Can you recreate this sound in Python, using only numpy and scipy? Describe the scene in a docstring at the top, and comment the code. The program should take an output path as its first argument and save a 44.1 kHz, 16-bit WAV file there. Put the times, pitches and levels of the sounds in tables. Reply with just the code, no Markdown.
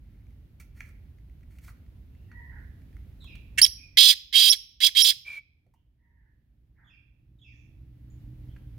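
"""Caged francolin calling

A francolin shuffles in a wire cage, gives a short squealing cluck, four loud grating syllables (two break
into a squeal) and a soft whistle. Rasps are slaps and puffs ringing the throat; squeals are nearly pure tones.
Gliding notes make far birds, shaped noise a low rumble, and wavering sines a distant motor hum.
The recorder's gain control drops with the call, holds, then recovers; a limiter catches peaks."""
import sys
import numpy as np
from scipy import signal
from scipy.fft import rfft, irfft
from scipy.io import wavfile
from scipy.ndimage import uniform_filter1d, minimum_filter1d

SR = 44100
rng = np.random.default_rng(int(sys.argv[2]) if len(sys.argv) > 2 else 0)


def master_out(mix):
    """Clip the mix to full scale and print it as 16-bit PCM to the path in sys.argv[1]."""
    frames = np.transpose(np.atleast_2d(mix))
    ceiling = np.clip(frames, -1, 1)
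    pcm = np.round(ceiling * 32767).astype(np.int16)
    wavfile.write(sys.argv[1], SR, pcm)


N = 387198
TIME = np.arange(N) / SR


def gain_of(db):
    """Decibels to amplitude."""
    return 10 ** (np.asarray(db) / 20)


def evened(x):
    """Scales to an rms of one."""
    return x / np.sqrt(np.mean(x ** 2) + 1e-20)


def read(points, hz):
    """A table of (Hz, value) joined by lines on a log axis."""
    f, value = np.transpose(points)
    return np.interp(np.log(hz + 1), np.log(f), value)


def add(mix, s, sound):
    """Mixes a sound in at time s."""
    part = mix[max(round(s * SR), 0):][:len(sound)]
    part += sound[:len(part)]


def wander(size, hz):
    """Slow chance of about unit rms, rolled off smoothly around hz."""
    f = np.fft.rfftfreq(size + SR // 4, 1 / SR)
    spectrum = rfft(rng.standard_normal(size + SR // 4))
    return evened(irfft(spectrum * np.exp(-(f / hz) ** 2)))[:size]


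def resonate(x, hz, width_hz):
    """A steep two-stage resonance of gain one that can follow a curve."""
    turn = np.exp(2j * np.pi * np.cumsum(hz * np.ones(len(x))) / SR)
    r = np.exp(-np.pi * abs(width_hz) / SR)
    shifted_down = signal.lfilter([(1 - r) ** 2], [1, -2 * r, r * r], x / turn)
    return 2 * (turn * shifted_down).real


def ramp(x):
    """One at zero, easing down to nothing at one."""
    return np.clip(1 - x, 0, 1) ** 0.72


# Syllables. Each row: start in seconds, length in seconds, effort in dB, attack in seconds, release in
# seconds, brightness in dB per octave, factor on throat resonances, pulse rate in Hz, roughness 0-1.
SYLLABLES = [ (3.576, 0.034, -16.5, 0.0078, 0.017, 8.5, 0.56, 300.4, 0.65),
             (3.615, .041, 1, 0.011, 0.0041, 1.5, .98, 285, 0.4),
             (3.657, .018, -14, 0.0053, 0.0098, 3, .98, 281, .7),
             (3.971, 0.17, 8.5, 0.014, 0.027, -2.5, 1.015, 284, 0.3),
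             (4.326, .228, 5, 0.03, 0.02, -1, .985, 265, .3),
             (4.803, 0.092, 6, 0.033, 0.023, -1.5, 1, 261.1, .48),
             (4.949, .180, 4.5, 0.023, 0.021, -0.5, 1.012, 262.6, 0.52)]
# Throat and beak resonances. Each row: centre in Hz, width in Hz, level in dB.
THROAT = [(1916, 130, -29), (2450, 100, -20), (3357, 290, 6), (3926, 490, 1), (4950, 500, -1),
          (5460, 790, -10), (7404, 860, -18), (9250, 3300, -19), (11760, 6300, -26.5), (13700, 5400, -23.5)]
# Low noise under the call: centre in Hz, width in Hz, level in dB.
LOW_NOISE = (280, 130, -49)
# Low croak where effort is slack: centre at full effort in Hz, width in Hz, level in dB.
CROAK = (2484, 420, -12)
CROAK_DROP_HZ_PER_DB = 33.5
ONSET_DB, END_DB, TIRING_DB_PER_S = -18, -19, -13.5  # effort at the two ends, sag in between
DULLING_PER_OCTAVE = 0.17  # dB lost per dB of slack
OPENING_DB_PER_OCTAVE = 7.5  # gained over a syllable as the beak opens
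PULSE_SAG_SHARE, THROAT_RISE_SHARE, THROAT_QUIVER_SHARE = .015, .04, .015
RASP_DUCK_DB = -19.5  # during a squeal


def rasp(start, length, top_db, attack_s, release_s, bright, throat, pulse_hz, rough, puff_turns=.5,
         leak=0.24, uneven=0.25, sweep=.037, slack_drop=.011, air_db=-44, air_hz=550,
         air_width_hz=1200, low_follow=.5):
    """The syrinx slaps and lets out a puff at each slap; the throat rings with both."""
    t = np.arange(0, length, 1 / SR)
    past_middle = t / length - .5
    slack_db = ONSET_DB * ramp(t / attack_s) + END_DB * ramp((length - t) / release_s)
    effort_db = top_db + slack_db + TIRING_DB_PER_S * length * past_middle
    effort_db += RASP_DUCK_DB * squealing(start + t)
    bright_db = bright + DULLING_PER_OCTAVE * slack_db + OPENING_DB_PER_OCTAVE * past_middle

    rate_hz = pulse_hz * (1 - PULSE_SAG_SHARE * past_middle) * (1 + .012 * wander(len(t), 120))
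    turns = np.cumsum(rate_hz) / SR
    k = np.arange(1, SR // (2 * pulse_hz) - 2)[:, None]
    # each slap sweeps quickly from high to low
    slaps = np.cos(2 * np.pi * k * turns + np.pi * sweep * k ** 2).sum(0)
    slaps = slaps * (1 + uneven * wander(len(t), 260))
    puffs = (leak + np.exp(-(turns % 1) / puff_turns)) * rng.standard_normal(len(t))
    drive = np.sqrt(1 - rough) * evened(slaps) + np.sqrt(rough) * evened(puffs)

    voice = 0
    shape = throat * (1 + THROAT_RISE_SHARE * past_middle + THROAT_QUIVER_SHARE * wander(len(t), 60))
    for hz, width_hz, db in THROAT:
        octaves = np.log2(min(hz, 5600) / 3300)  # the opening beak favours the upper resonances
        push, droop = drive, 1
        if hz <= 2800:  # weak low resonances catch only air, and droop as effort slackens
            push, droop = evened(puffs), 1.5 + slack_drop * slack_db
        voice = voice + gain_of(db + bright_db * octaves) * resonate(push, hz * shape * droop, width_hz)
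    # air pressure, not chance, sets the strength from one slap to the next
    voice /= np.sqrt(abs(uniform_filter1d(voice ** 2, size=110)) + 1e-12)
    # so small a beak hardly radiates below its lowest resonance
    voice = signal.sosfilt(signal.butter(8, 1650, "highpass", fs=SR, output="sos"), voice)

    croak_hz, croak_width_hz, croak_db = CROAK
    croak = evened(resonate(puffs, croak_hz + CROAK_DROP_HZ_PER_DB * slack_db, croak_width_hz))
    voice += gain_of(croak_db) * (1 - gain_of(slack_db)) * croak
    # low noise goes on through a squeal
    low_hz, low_width_hz, low_db = LOW_NOISE
    low = gain_of(air_db) * evened(resonate(puffs, air_hz, air_width_hz))
    low = low + gain_of(low_db) * evened(resonate(puffs, low_hz, low_width_hz))
    call = gain_of(effort_db) * voice + gain_of(low_follow * (top_db + slack_db)) * low
    return start, call * signal.windows.tukey(len(t), .02)


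# Squeals. Each row: start in seconds, length in seconds, level in dB, top pitch in Hz,
# scoop up to it in Hz, overtone level in dB.
SQUEALS = [(3.613, 0.041, -2, 5584, 1520, -8), (4.491, .033, 4, 5698, 1373, -10.5),
           (5.018, 0.029, 3, 5633, 387, -5)]
SCOOP_S, DROOP_HZ = 0.0086, 330  # pitch scoops up, then droops at the end


def squeal(start, length, db, top_hz, scoop_hz, overtone_db, jitter=0.0026, shimmer_db=3.0, third_db=-8):
    """The syrinx locks into one fast, nearly pure vibration."""
    t = np.arange(0, length, 1 / SR)
    hz = top_hz - scoop_hz * np.exp(-(t / SCOOP_S) ** 1.3) - DROOP_HZ * (t / length) ** 4
    phase = 2 * np.pi * np.cumsum(hz * (1 + jitter * wander(len(t), 700))) / SR
    overtones = np.sin(2 * phase) + gain_of(third_db) * np.sin(3 * phase)
    tone = np.sin(phase) + gain_of(overtone_db) * overtones
    level = np.sqrt(2) * gain_of(db + shimmer_db * wander(len(t), 290))
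    return start, level * tone * signal.windows.tukey(len(t), .4)


def squealing(t, switch_s=0.0076):
    """How far the syrinx is locked into a squeal at times t, 0-1."""
    return sum(np.clip(np.minimum(t - s - switch_s / 2, s + length - t) / switch_s, 0, 1)
               for s, length, *_ in SQUEALS)


WHISTLE_S, WHISTLE_LENGTH_S, WHISTLE_DB = 5.243, .165, -19.5
WHISTLE_HZ, WHISTLE_SAG_HZ_PER_S = 2473, 1300
WHISTLE_SCOOP_HZ, WHISTLE_SCOOP_S = 220, 0.021  # starts a little flat


def whistle(flutter=0.96, hiss_db=-17, hiss_hz=2500, fizz_db=-24):
    """A thin fluttering whistle that scoops up and then sags, with air hissing round it."""
    t = np.arange(0, WHISTLE_LENGTH_S, 1 / SR)
    hz = WHISTLE_HZ - WHISTLE_SAG_HZ_PER_S * t - WHISTLE_SCOOP_HZ * np.exp(-t / WHISTLE_SCOOP_S)
    flutters = 1 + flutter * (wander(len(t), 136) + 1j * wander(len(t), 120))
    tone = evened((flutters * np.exp(2j * np.pi * np.cumsum(hz) / SR)).real)
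    air = rng.standard_normal(len(t))
    hiss = gain_of(hiss_db) * evened(resonate(air, hiss_hz, 3930)) + gain_of(fizz_db) * air
    return WHISTLE_S, gain_of(WHISTLE_DB) * (tone + hiss) * signal.windows.tukey(len(t), .45)


# Cane and wire resonances. Each row: centre in Hz, width in Hz, level in dB.
CAGE = [(1399, 160, 4), (2210, 690, 3), (4400, 220, -2), (6100, 2000, -16), (9477, 1000, -19)]


def scrape(size, hz, tick_db, width_share=0.44, ring_db=0):
    """Contact with the cage thuds, rings the cane frame and ticks on the wire."""
    rub, tick = rng.standard_normal((2, size))
    ring = evened(sum(gain_of(db) * resonate(tick, f, width_hz) for f, width_hz, db in CAGE))
    thud = evened(resonate(rub, hz, width_share * hz))
    return thud + gain_of(tick_db) * tick + gain_of(ring_db) * min(hz / 2000, 1) ** 2 * ring


# Feet on the cage. Each row: start in seconds, level in dB, ring in Hz, relative dry tick in dB,
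# t60 in seconds.
STEPS = [(0.599, -58, 2250, 4.5, 0.11), (.805, -39, 2100, -15, 0.025), (1.585, -64, 2490, 4, 0.049),
         (1.679, -51, 1370, -31, .096), (2.315, -53.5, 1530, -35, 0.051),
         (2.967, -51.5, 1870, -11.5, 0.012), (3.242, -53, 1000, -4.5, 0.027),
         (3.353, -53.5, 2647, -5.5, 0.044), (5.664, -42.5, 493, -25.5, 0.057), (5.738, -49, 885, -7, 0.068),
         (8.563, -53, 1620, -33, 0.029)]
# Feathers brushing the cage as the bird turns. Each row: start in seconds, length in seconds,
# level in dB, relative dry tick in dB.
BRUSHES = [(0, 0.27, -86, -17.5), (0.725, 0.22, -72, -0.5), (1.489, 0.11, -78.5, 3.5),
           (1.603, 0.13, -75, 10.5)]
BRUSH_HZ, SHUFFLE_PER_S, SHUFFLE_DB = 1940, 4, -63


def steps(touch_tick_db=-8, touch_t60=0.013, grain_db=2.5):
    """Sharp footfalls, light touches at random, and grainy swells of feathers."""
    out, t = np.zeros(N), np.arange(SR // 3) / SR
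    still_s = SYLLABLES[0][0]  # random touches end where the call starts
    touches = [(s, SHUFFLE_DB, BRUSH_HZ, touch_tick_db, touch_t60)
               for s in rng.uniform(0, still_s, int(still_s * SHUFFLE_PER_S))]
    for s, db, hz, tick_db, t60 in STEPS + touches:
        envelope = gain_of(db - 60 * t / t60) * (1 - np.exp(-t / .0006))
        add(out, s, scrape(len(t), hz, tick_db) * envelope)
    for s, length, db, tick_db in BRUSHES:
        size = int(length * SR)
        envelope = gain_of(db + grain_db * wander(size, 80)) * signal.windows.tukey(size, .6)
        add(out, s, scrape(size, BRUSH_HZ, tick_db) * envelope)
    return out


def note(length, start_hz, end_hz, unsteady, partials_db, taper=0.43):
    """One gliding bird note of harmonic partials."""
    size = max(int(length * SR), 64)
    hz = np.linspace(start_hz, end_hz, size) * (1 + unsteady * wander(size, 250))
    phase = 2 * np.pi * np.cumsum(hz) / SR
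    tone = sum(gain_of(db) * np.sin(k * phase) for k, db in enumerate(partials_db, 1))
    return evened(tone) * signal.windows.tukey(size, taper)


# Lone chirps. Each row: start in seconds, length in seconds, start pitch in Hz, end pitch in Hz, level in dB.
CHIRPS = [(2.07, 0.22, 2670, 2780, -79.5), (3.2, .044, 3866, 3881, -53), (3.766, 0.086, 2490, 2408, -47),
          (5.741, 0.046, 2876, 3135, -63), (7.505, .045, 2298, 1705, -59.5), (8.1, .012, 7580, 6700, -63),
          (8.48, 0.06, 3180, 3215, -72)]
# Song in the trees, two pips and a falling slur. Each row: offset in seconds, length in seconds,
# start pitch in Hz, end pitch in Hz, level in dB relative to the phrase.
SONG = [(0, .022, 3565, 3378, -10), (0.027, 0.02, 3365, 3240, -1.5), (0.049, .075, 2750, 2330, 1)]
# Song phrases. Each row: start in seconds, level in dB.
PHRASES = [(3.212, -51.5), (6.842, -44), (7.385, -45)]
# Long far cries. 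Each row: start in seconds, length in seconds, start fundamental in Hz,
# end fundamental in Hz, level in dB, pitch unsteadiness as a share.
CRIES = [(2.261, 0.3, 960.4, 942.6, -50, 0.01), (2.483, 0.14, 927, 853, -53, 0.082),
         (5.951, 0.25, 951.5, 937, -54.5, 0.042), (6.082, .26, 963, 863, -56, 0.058),
         (6.738, 0.17, 884, 896, -47, 0.1393), (7.393, 0.31, 2758, 3083, -67, .09)]


def far_birds():
    """Song phrases, lone chirps, and long swelling cries whose second harmonic leads."""
    out, notes = np.zeros(N), list(CHIRPS)
    for start, phrase_db in PHRASES:
        for s, length, start_hz, end_hz, db in SONG:
            notes.append((start + s, length, start_hz, end_hz, phrase_db + db))
    for s, length, start_hz, end_hz, db in notes:
        add(out, s, gain_of(db) * note(length, start_hz, end_hz, unsteady=.035, partials_db=[0, -21]))
    for s, length, start_hz, end_hz, db, unsteady in CRIES:
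        cry = note(length, start_hz, end_hz, unsteady, partials_db=[-12, 0], taper=0.91)
        add(out, s, gain_of(db) * cry)
    return out


# Left port response, facing away. Each row: frequency in Hz, level in dB.
LEFT_PORT = [(100, 4.5), (1200, -15), (2000, -1.5), (3300, -12.5), (5500, -13), (7500, -11), (9200, -2),
             (11000, -4.5), (13000, -10.5), (15500, -13)]
# Left port phase lead. Each row: frequency in Hz, lead in radians.
LEFT_TURN = [(1200, 0), (2000, -1.3), (3300, .8), (5300, -1), (9200, 1.3), (13000, 1.6)]


def near(x):
    """Straight path plus a bounce off the paving, as each microphone port hears them."""
    hz = np.fft.rfftfreq(N, 1 / SR)
    left_s, right_s, bounce = .00254, .00186, .36
    left = 1 + bounce * np.exp(-2j * np.pi * hz * left_s)
    left = left * gain_of(read(LEFT_PORT, hz)) * np.exp(1j * read(LEFT_TURN, hz))
    right = 1 + bounce * np.exp(-2j * np.pi * hz * right_s)
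    return irfft(rfft(x) * np.array([left, right]), N)


# Yard decay. Each row: frequency in Hz, t60 in seconds.
YARD_RING = [(300, 0.17), (1500, 0.6), (3000, 0.66), (5500, 0.52), (9000, 0.22), (15000, 0.56)]


def walls(x, left_db=-4, early_db=7, early_s=0.051):
    """Scattered yard echoes: strong early ones, then a tail that decays by frequency."""
    taps = rng.standard_normal((2, SR)) * (rng.random((2, SR)) < 3000 / SR) * (TIME[:SR] > .005)
    hz, t, z = signal.stft(taps, SR, nperseg=256)
    fade_db = -60 * t / read(YARD_RING, hz)[:, None] + early_db * np.exp(-t / early_s)
    tail = signal.istft(z * gain_of(fade_db), SR, nperseg=256)[1]
    tail *= gain_of([[left_db], [0]]) / np.linalg.norm(tail, axis=1, keepdims=True)
    return signal.fftconvolve(x[None], tail, axes=1)[:, :N]


# Rumble spectrum. Each row: frequency in Hz, relative density in dB per Hz.
YARD = [(13, -40.5), (22, -20.5), (52, 2.5), (70, 0.5), (179, -16.5), (278, -20.5), (432, -33.5),
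        (510, -35), (1130, -46), (1970, -43), (3510, -48), (4380, -51), (8030, -60), (12500, -51),
        (16000, -54)]
# Rumble level. Each row: time in seconds, level in dB.
YARD_DB = [(0, -49), (2, -47.5), (3, -44.5), (8.78, -45.5)]
# Rumble left-right likeness. Each row: frequency in Hz, likeness 0-1.
YARD_SAME = [(60, 0.99), (180, 0.89), (550, 0.46), (1650, 0.07), (4970, 0.03), (15000, 0.01)]
# Distant motor drawing nearer. Each row: time in seconds, level in dB.
MOTOR = [(0, -64), (2.8, -62.5), (6, -59), (7.4, -47.5), (8.78, -47)]
MOTOR_HZ, YARD_SWELL_DB = 120.8, .5  # mean firing rate, random swell


def background(left_db=-2.0, right_db=0.1):
    """Low outdoor rumble with a trace of hiss, and a wavering motor hum."""
    hz = np.fft.rfftfreq(N, 1 / SR)
    a, b = rfft(rng.standard_normal((2, N))) * gain_of(read(YARD, hz))
    same = np.clip(read(YARD_SAME, hz), 0, 1)
    rumble = evened(irfft(np.array([a, same * a + np.sqrt(1 - same ** 2) * b]), N))
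    rumble *= gain_of(np.interp(TIME, *np.transpose(YARD_DB)) + YARD_SWELL_DB * wander(N, 6))
    phase = 2 * np.pi * np.cumsum(MOTOR_HZ * (1 + .03 * wander(N, 10))) / SR
    hum = np.sin(phase) + gain_of(-2.0) * np.sin(phase / 2)
    hum += gain_of(-19.5) * np.sin(2 * phase) + gain_of(-15.5) * np.sin(5 * phase / 2)
    hum_db = np.interp(TIME, *np.transpose(MOTOR)) + 4.0 * wander(N, 61)
    return (rumble + evened(hum) * gain_of(hum_db)) * gain_of([[left_db], [right_db]])


# Colour of the call as it reaches the walls. Each row: frequency in Hz, level in dB.
THROWN = [(1500, -3.5), (2500, 2), (3400, -6), (4200, -2), (5000, 0), (5800, 2), (7500, 2), (11000, 4.5),
          (15000, -5)]
WALL_ECHO_S, WALL_ECHO_DB = 0.031, -30.5  # one echo from the house wall


def scene():
    """The near bird is dry and to the right; the far ones are mostly echo."""
    yard, bird, far, cage = background(), np.zeros(N), far_birds(), steps()
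    for row in SYLLABLES:
        add(bird, *rasp(*row))
    for row in SQUEALS:
        add(bird, *squeal(*row))
    add(bird, *whistle())
    # stirring air and leaves smear the pitch of whatever travels far
    smear_s = .00008
    thrown, far = (np.interp(TIME + smear_s * wander(N, 98), TIME, x) for x in (bird, far))
    thrown = irfft(rfft(thrown) * gain_of(read(THROWN, np.fft.rfftfreq(N, 1 / SR))), N)
    echo = gain_of(WALL_ECHO_DB) * np.interp(TIME - WALL_ECHO_S, TIME, thrown)
    francolin = gain_of(1) * near(bird) + gain_of(-19.5) * walls(thrown) + echo
    feet = cage * gain_of([[-1], [2]]) + gain_of(-4) * walls(cage)
    trees = far * gain_of([[-9], [-5]]) + walls(far, left_db=-7.5, early_db=2.0)
    return francolin + feet + trees + yard


EDGE_HZ = 15950


def record(dry, recover_db_per_s=13, hold_s=2.154, threshold_db=-7.2):
    """Gain control drops at once, holds and recovers; a fast limiter and a band limit follow."""
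    power = abs(uniform_filter1d(dry ** 2, size=600, axis=1)).max(0)
    over_db = np.maximum(10 * np.log10(power + 1e-12) - threshold_db, 0)
    half = int(hold_s * SR / 2)
    held_db = -minimum_filter1d(-over_db, 2 * half + 1, origin=half, mode="constant")
    recovered_db = recover_db_per_s * TIME
    cut_db = np.maximum.accumulate(held_db + recovered_db) - recovered_db
    out = dry / gain_of(uniform_filter1d(cut_db, size=100))
    peak = -minimum_filter1d(-np.maximum(abs(out), 1), size=140, axis=1)
    out = out / uniform_filter1d(peak, size=140, axis=1)
    band_limit = signal.firwin(511, EDGE_HZ, window=("kaiser", 9), fs=SR)
    return signal.oaconvolve(out, band_limit[None], "same")


dry = scene()
out = record(dry)
master_out(out)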